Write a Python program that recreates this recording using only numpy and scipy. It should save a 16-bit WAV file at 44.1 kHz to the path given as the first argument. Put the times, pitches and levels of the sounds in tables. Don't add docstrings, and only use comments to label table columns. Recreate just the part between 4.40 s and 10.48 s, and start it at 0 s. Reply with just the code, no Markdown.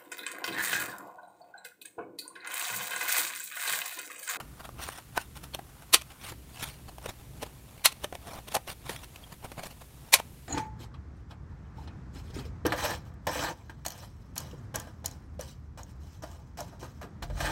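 import sys
import numpy as np
from scipy import signal
from scipy.fft import rfft, irfft, next_fast_len
from scipy.io import wavfile
from scipy.ndimage import uniform_filter1d

SR = 44100
rng = np.random.default_rng(int(sys.argv[2]) if len(sys.argv) > 2 else 0)


def generate_wav(sig):
    pcm = np.round(np.clip(np.atleast_2d(sig).T, -1, 1) * 32767).astype(np.int16)
    wavfile.write(sys.argv[1], SR, pcm)


N = 268108
TIME = np.arange(N) / SR
LOCAL = np.arange(-SR // 10, SR // 4) / SR


def undb(db):
    return 10 ** (np.asarray(db) / 20)


def level(x, db):
    return x * undb(db) / np.sqrt(np.mean(x ** 2))


def strength(x, db):
    return x * undb(db) / np.sqrt(np.sum(x ** 2) / (SR / 100))


def colour(x, points):
    size = next_fast_len(len(x) + 2048, True) // 2 * 2
    hz, db = np.transpose(points)
    log_hz = np.log(np.fft.rfftfreq(size, 1 / SR) + 1)
    log_gain = np.log(undb(np.interp(log_hz, np.log(hz), db)))
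    cepstrum = irfft(log_gain)
    cepstrum[1:size // 2] *= 2
    cepstrum[size // 2 + 1:] = 0
    return irfft(rfft(x, size) * np.exp(rfft(cepstrum)))[:len(x)]


def fade(t, t60):
    return (t >= 0) * np.exp(-np.log(1000) * np.abs(t) / t60)


def ring(x, hz, t60):
    pole = np.exp((2j * np.pi * hz - np.log(1000) / t60) / SR)
    return signal.lfilter([1], [1, -pole], x + 0j).imag


def fibres(size, spread_db):
    burst_db = spread_db * np.minimum(rng.exponential(size=size), 5)
    return level(rng.standard_normal(size) * undb(burst_db), 0)


def walk(rate):
    hold = int(SR / rate)
    steps = np.repeat(rng.standard_normal(2000), hold)[:N]
    return level(uniform_filter1d(steps, hold), 0)


def add(out, s, sound):
    index = np.round((s + LOCAL[0]) * SR).astype(int) + np.arange(len(sound))
    inside = (index >= 0) & (index < N)
    out[index[inside]] += sound[inside]


# frequency in Hz, gain in dB.
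RUMBLE_SPECTRUM = [(15, -38), (28, -12), (45, -7.5), (63, 3.5), (90, -6), (132, -1), (180, -11.5),
                   (300, -14.5), (520, -23.5), (3000, -65.5)]
# frequency in Hz, gain in dB.
AIR_SPECTRUM = [(200, -15), (500, -14), (1050, -9), (1500, -6), (2800, -6.5), (4900, -9.5), (7500, -8),
                (9500, -6.5), (16000, -5)]


def background():
    rumble = level(colour(rng.standard_normal(N), RUMBLE_SPECTRUM), -51.5)
    wavering = rumble * undb(2 * walk(rate=9.2))
    return wavering + level(colour(rng.standard_normal(N), AIR_SPECTRUM), -57.5)


FIDGET_SHEET_DB, FIDGET_HISS_DB, FIDGET_SWING_DB, FIDGET_PER_S = -62.5, -66, 2.5, 14


def fidget():
    power = undb(FIDGET_SWING_DB * walk(rate=FIDGET_PER_S)) ** 2
    yield power, FIDGET_SHEET_DB, FIDGET_HISS_DB


def nudge(s):
    half_width_s = 0.39 * 0.018
    return 1.56 / (1 + np.abs((TIME - s) / half_width_s) ** 3.14)


# centre in seconds, relative sheet level in dB, relative hiss level in dB.
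NUDGES = [(0.008, -39, -45.5), (0.205, -47, -56), (0.253, -47, -50), (0.402, -44, -49.5),
          (0.556, -51.5, -49), (0.586, -46.5, -48), (0.809, -52, -43.5), (0.969, -51.5, -48),
          (1.044, -51, -49), (1.428, -53.5, -56), (1.712, -54, -51.5), (2.234, -44, -36.5),
          (2.492, -48.5, -52), (2.695, -42.5, -43), (3.068, -49, -56), (4.124, -47, -44),
          (4.641, -52.5, -47), (4.927, -47.5, -51), (5.05, -43, -49), (5.191, -38.5, -46),
          (5.312, -50.5, -52), (5.42, -50, -52.5)]


def nudges():
    for s, sheet_db, hiss_db in NUDGES:
        yield nudge(s), sheet_db, hiss_db


def flexing(x, patchy_db):
    edges_hz = np.geomspace(1000, 16000, 13)
    total = 0
    for pair in zip(edges_hz, edges_hz[1:]):
        band = signal.sosfilt(signal.butter(2, pair, "band", fs=SR, output="sos"), x)
        total = total + band * undb(patchy_db * walk(rate=60))
    return total


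LIFT_S = 1.9
# frequency in Hz, gain in dB.
SHEET_LYING_SPECTRUM = [(100, -5.5), (500, -6.5), (750, 0), (1400, -1), (1800, -9), (4000, -29)]
# frequency in Hz, gain in dB.
SHEET_LIFTED_SPECTRUM = [(60, 2.5), (150, 5.5), (300, -5), (500, -3), (720, 1), (1100, -3), (1600, -11.5),
                         (4000, -32)]
# frequency in Hz, gain in dB.
RUB_SPECTRUM = [(600, -15.5), (1400, -2.5), (2700, 0.5), (3700, -1.5), (5000, -5.5), (7300, -8),
                (9500, -5.5), (12000, -10), (16000, -11)]


def rustling():
    sheet_power, hiss_power = 0, 0
    for power, sheet_db, hiss_db in moves():
        sheet_power = sheet_power + power * undb(sheet_db) ** 2
        hiss_power = hiss_power + power * undb(hiss_db) ** 2
    grip = undb(2.2 * walk(rate=200))
    flicks = level((rng.random(N) < 200 / SR) * rng.standard_normal(N), -5)
    sheet_friction = grip * fibres(N, spread_db=2.5) + flicks
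    edge_friction = grip * fibres(N, spread_db=2.5) + flicks
    lifted = level(colour(sheet_friction, SHEET_LIFTED_SPECTRUM), 0)
    lying = level(colour(sheet_friction, SHEET_LYING_SPECTRUM), 0)
    sheet = np.where(TIME > LIFT_S, lifted, lying)
    hiss = level(colour(flexing(edge_friction, patchy_db=1.4), RUB_SPECTRUM), 0)
    return sheet * np.sqrt(sheet_power) + hiss * np.sqrt(hiss_power)


# multiple of the body pitch, relative level in dB.
CARD_MODES = [(0.619, -18.5), (0.901, 4), (1.08, 19.5), (1.35, -8), (1.779, 2.5)]
# frequency in Hz, gain in dB.
THUD_SPECTRUM = [(30, -11.5), (150, -8), (400, -0.5), (750, 7.5), (1200, 1), (1800, 1.5), (4000, -56.5)]


def card(contact, hz):
    bending = sum(strength(ring(contact, hz * ratio, t60=0.018), db) for ratio, db in CARD_MODES)
    return strength(bending, 0) + strength(colour(contact, THUD_SPECTRUM), -1.4)


KNOCK_CYCLES = 17.3
# frequency in Hz, gain in dB.
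TICK_SPECTRUM = [(600, -18.5), (1500, -5), (1850, -4), (2600, 3), (3500, 0), (4900, -9), (5900, -2.5),
                 (7300, -13), (8900, -3), (10300, -10.5), (11800, -7.5), (16000, -12)]


def knock(body_db, hz, tick_db, rise):
    envelope = fade(-LOCAL, rise) + fade(LOCAL, KNOCK_CYCLES / hz)
    scrape = envelope * fibres(len(LOCAL), spread_db=5.0)
    stop = fade(LOCAL, t60=0.0045) * rng.standard_normal(len(LOCAL))
    contact = strength(scrape, 0) + strength(stop, -8.5)
    body = strength(card(contact, hz), body_db)
    tick = strength(colour(contact, TICK_SPECTRUM), tick_db)
    return body + tick


# contact in seconds, body level in dB, body pitch in Hz, tick level in dB, 60 dB rise in seconds.
KNOCKS = [(0.291, -43, 1040, -54.5, .007), (0.489, -36, 980, -44, 0.011), (0.777, -24.5, 875, -31, 0.029),
          (1.148, -38, 796, -35, .01), (1.191, -38.5, 760, -51, 0.0078), (1.921, -43.5, 440, -63, .006),
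          (2.584, -44.5, 690, -51, .01), (2.66, -35, 566, -40.5, 0.013), (3.033, -33.5, 570, -38, 0.055),
          (3.644, -31.5, 563, -33, 0.018), (3.726, -37, 690, -49, 0.0073), (3.753, -40, 660, -42.5, 0.026),
          (4.087, -45, 990, -42, 0.028), (4.167, -28, 720, -34, 0.028), (4.277, -42, 535, -44, 0.018),
          (4.494, -34, 450, -37, 0.0018), (4.563, -48.5, 1280, -42.5, .004), (4.76, -51, 720, -46, 0.0083),
          (5.118, -43, 554, -46.5, .007), (5.236, -40, 667, -44.5, 0.032), (5.801, -33, 850, -40, .06)]


def knocks(out):
    for s, *row in KNOCKS:
        add(out, s, knock(*row))


APPROACH_LEAD_S, APPROACH_REFERENCE_RISE_S = 0.0072, 0.024
APPROACH_SHEET_DB, APPROACH_HISS_DB = -12.5, -12


def approaches():
    for s, _, _, tick_db, rise in KNOCKS:
        power = nudge(s - APPROACH_LEAD_S) * rise / APPROACH_REFERENCE_RISE_S
        yield power, tick_db + APPROACH_SHEET_DB, tick_db + APPROACH_HISS_DB


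def slide(s, attack, hold, release):
    rising = np.maximum(s - TIME, 0) / attack
    falling = np.maximum(TIME - s - hold, 0) / release
    return np.exp(-np.log(1000) * (rising + falling)) ** 2


# start of hold in seconds, attack, hold and release in seconds, sheet level in dB, hiss level in dB.
SLIDES = [(0.414, .09, 0.035, 0.53, -49, -42.5), (1.844, 0.15, 0.056, 0.14, -47, -42),
          (2.198, 0.4, 0.091, 0.29, -50.5, -45.5), (2.627, 0.092, .06, .1, -48.5, -54.5),
          (3.875, 0.23, .115, 0.1, -45, -50.5), (4.286, 0.045, 0.037, 0.052, -44, -41),
          (4.496, .25, 0.02, 0.36, -43.5, -42.5), (5.233, .03, .035, .1, -48.5, -47)]


def slides():
    for s, attack, hold, release, sheet_db, hiss_db in SLIDES:
        yield slide(s, attack, hold, release), sheet_db, hiss_db


def moves():
    for source in (fidget, nudges, approaches, slides):
        yield from source()


def squeak(hz, db):
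    slips = np.exp(-(LOCAL / 0.0073) ** 2) * fibres(len(LOCAL), spread_db=0.0)
    return strength(ring(slips, hz, t60=0.035), db)


# centre in seconds, pitch in Hz, level in dB.
SQUEAKS = [(.777, 1490, -29.5), (1.143, 3230, -40), (1.143, 4310, -45.5), (4.563, 3280, -48),
           (4.84, 3250, -50)]


def squeaks(out):
    for s, *row in SQUEAKS:
        add(out, s, squeak(*row))


# frequency in Hz, relative level in dB, t60 in seconds.
PUNCH_MODES = [(1061, -2.5, 0.15), (1410, -8, 0.15), (1960, -8.5, .06), (2260, -14, .06), (3080, -26, .08),
               (3880, -28, .05), (4500, 8, 0.041), (6030, 5.5, 0.056), (8250, -6, .04), (9170, 2, 0.047),
               (10000, -6, 0.024), (11800, -17, 0.049)]


def housing(contact):
    return sum(strength(ring(contact, hz, t60), db) for hz, db, t60 in PUNCH_MODES)


# frequency in Hz, gain in dB.
TEAR_SPECTRUM = [(40, -35), (250, -21), (500, -10.5), (1050, 0.5), (1550, -1.5), (2500, 1.5), (4500, -1),
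                 (7000, -2), (10000, 1.5), (13000, -1), (16000, -6.5)]


def cut(tear_db, crack_db, rattle_db, thud_db, card_hz, ring_hz, ring_db, length):
    size = len(LOCAL)
    load = (LOCAL < 0) * np.clip(1 + LOCAL / length, 0, 1) ** 1.84
    tear = strength(colour(load * fibres(size, spread_db=1.5), TEAR_SPECTRUM), tear_db)
    snap = fade(LOCAL + 0.0006, t60=0.012) * rng.standard_normal(size)
    crack = strength(colour(snap, TEAR_SPECTRUM), crack_db)
    chatter = colour(fade(LOCAL, t60=0.068) * fibres(size, spread_db=0.5), TEAR_SPECTRUM)
    dull = signal.sosfilt(signal.butter(1, 7000, fs=SR, output="sos"), chatter)
    rattle = strength(dull, rattle_db)
    blow = tear + crack + rattle
    modes = strength(housing(tear + crack), rattle_db - 7)
    free = strength(ring(blow, ring_hz, t60=0.022), ring_db)
    thud = strength(card(blow, card_hz), thud_db)
    return blow + modes + free + thud


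# break-through in seconds, levels of tear, crack, rattle and card thud in dB, card pitch in Hz,
# free ring in Hz, free ring level in dB, tearing length in seconds.
CUTS = [(1.545, -13, -16.5, -18.5, -26.5, 420, 4680, -26, 0.023),
        (3.4577, -19.5, -15, -16.5, -60, 710, 4260, -23, 0.021),
        (4.154, -26, -34.5, -35, -25.5, 650, 734, -35, 0.021),
        (5.7398, -17, -13.5, -14.5, -25.5, 640, 2500, -21.5, 0.021)]


def cuts(out):
    for s, *row in CUTS:
        add(out, s, cut(*row))


RETURN_BODY_DB, RETURN_HZ, RETURN_TICK_DB, RETURN_RISE_S = -48.5, 1070, -42, 0.037
RETURNS = [1.62, 3.525]


def returns(out):
    for s in RETURNS:
        add(out, s, knock(RETURN_BODY_DB, RETURN_HZ, RETURN_TICK_DB, RETURN_RISE_S))


def room(x):
    t = LOCAL[LOCAL >= 0]
    decay = rng.standard_normal(len(t)) * fade(t - 0.008, t60=0.18)
    tail = colour(decay, [(200, -3), (2500, 0.0), (12000, -8.0)])
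    unit_tail = tail / np.sqrt(np.sum(tail ** 2))
    return x + undb(-24.5) * signal.fftconvolve(x, unit_tail)[:N]


def scene():
    craft = rustling()
    for add_sounds in (knocks, squeaks, cuts, returns):
        add_sounds(craft)
    return (room(craft) + background())[None]


TOP_HZ = 15750


def record(dry):
    soft = signal.sosfilt(signal.butter(3, 14200, fs=SR, output="sos"), dry)
    clipped = np.clip(soft, -0.9, 0.9)
    return signal.sosfilt(signal.ellip(8, 0.2, 70, TOP_HZ, fs=SR, output="sos"), clipped)


dry = scene()
out = record(dry)
generate_wav(out)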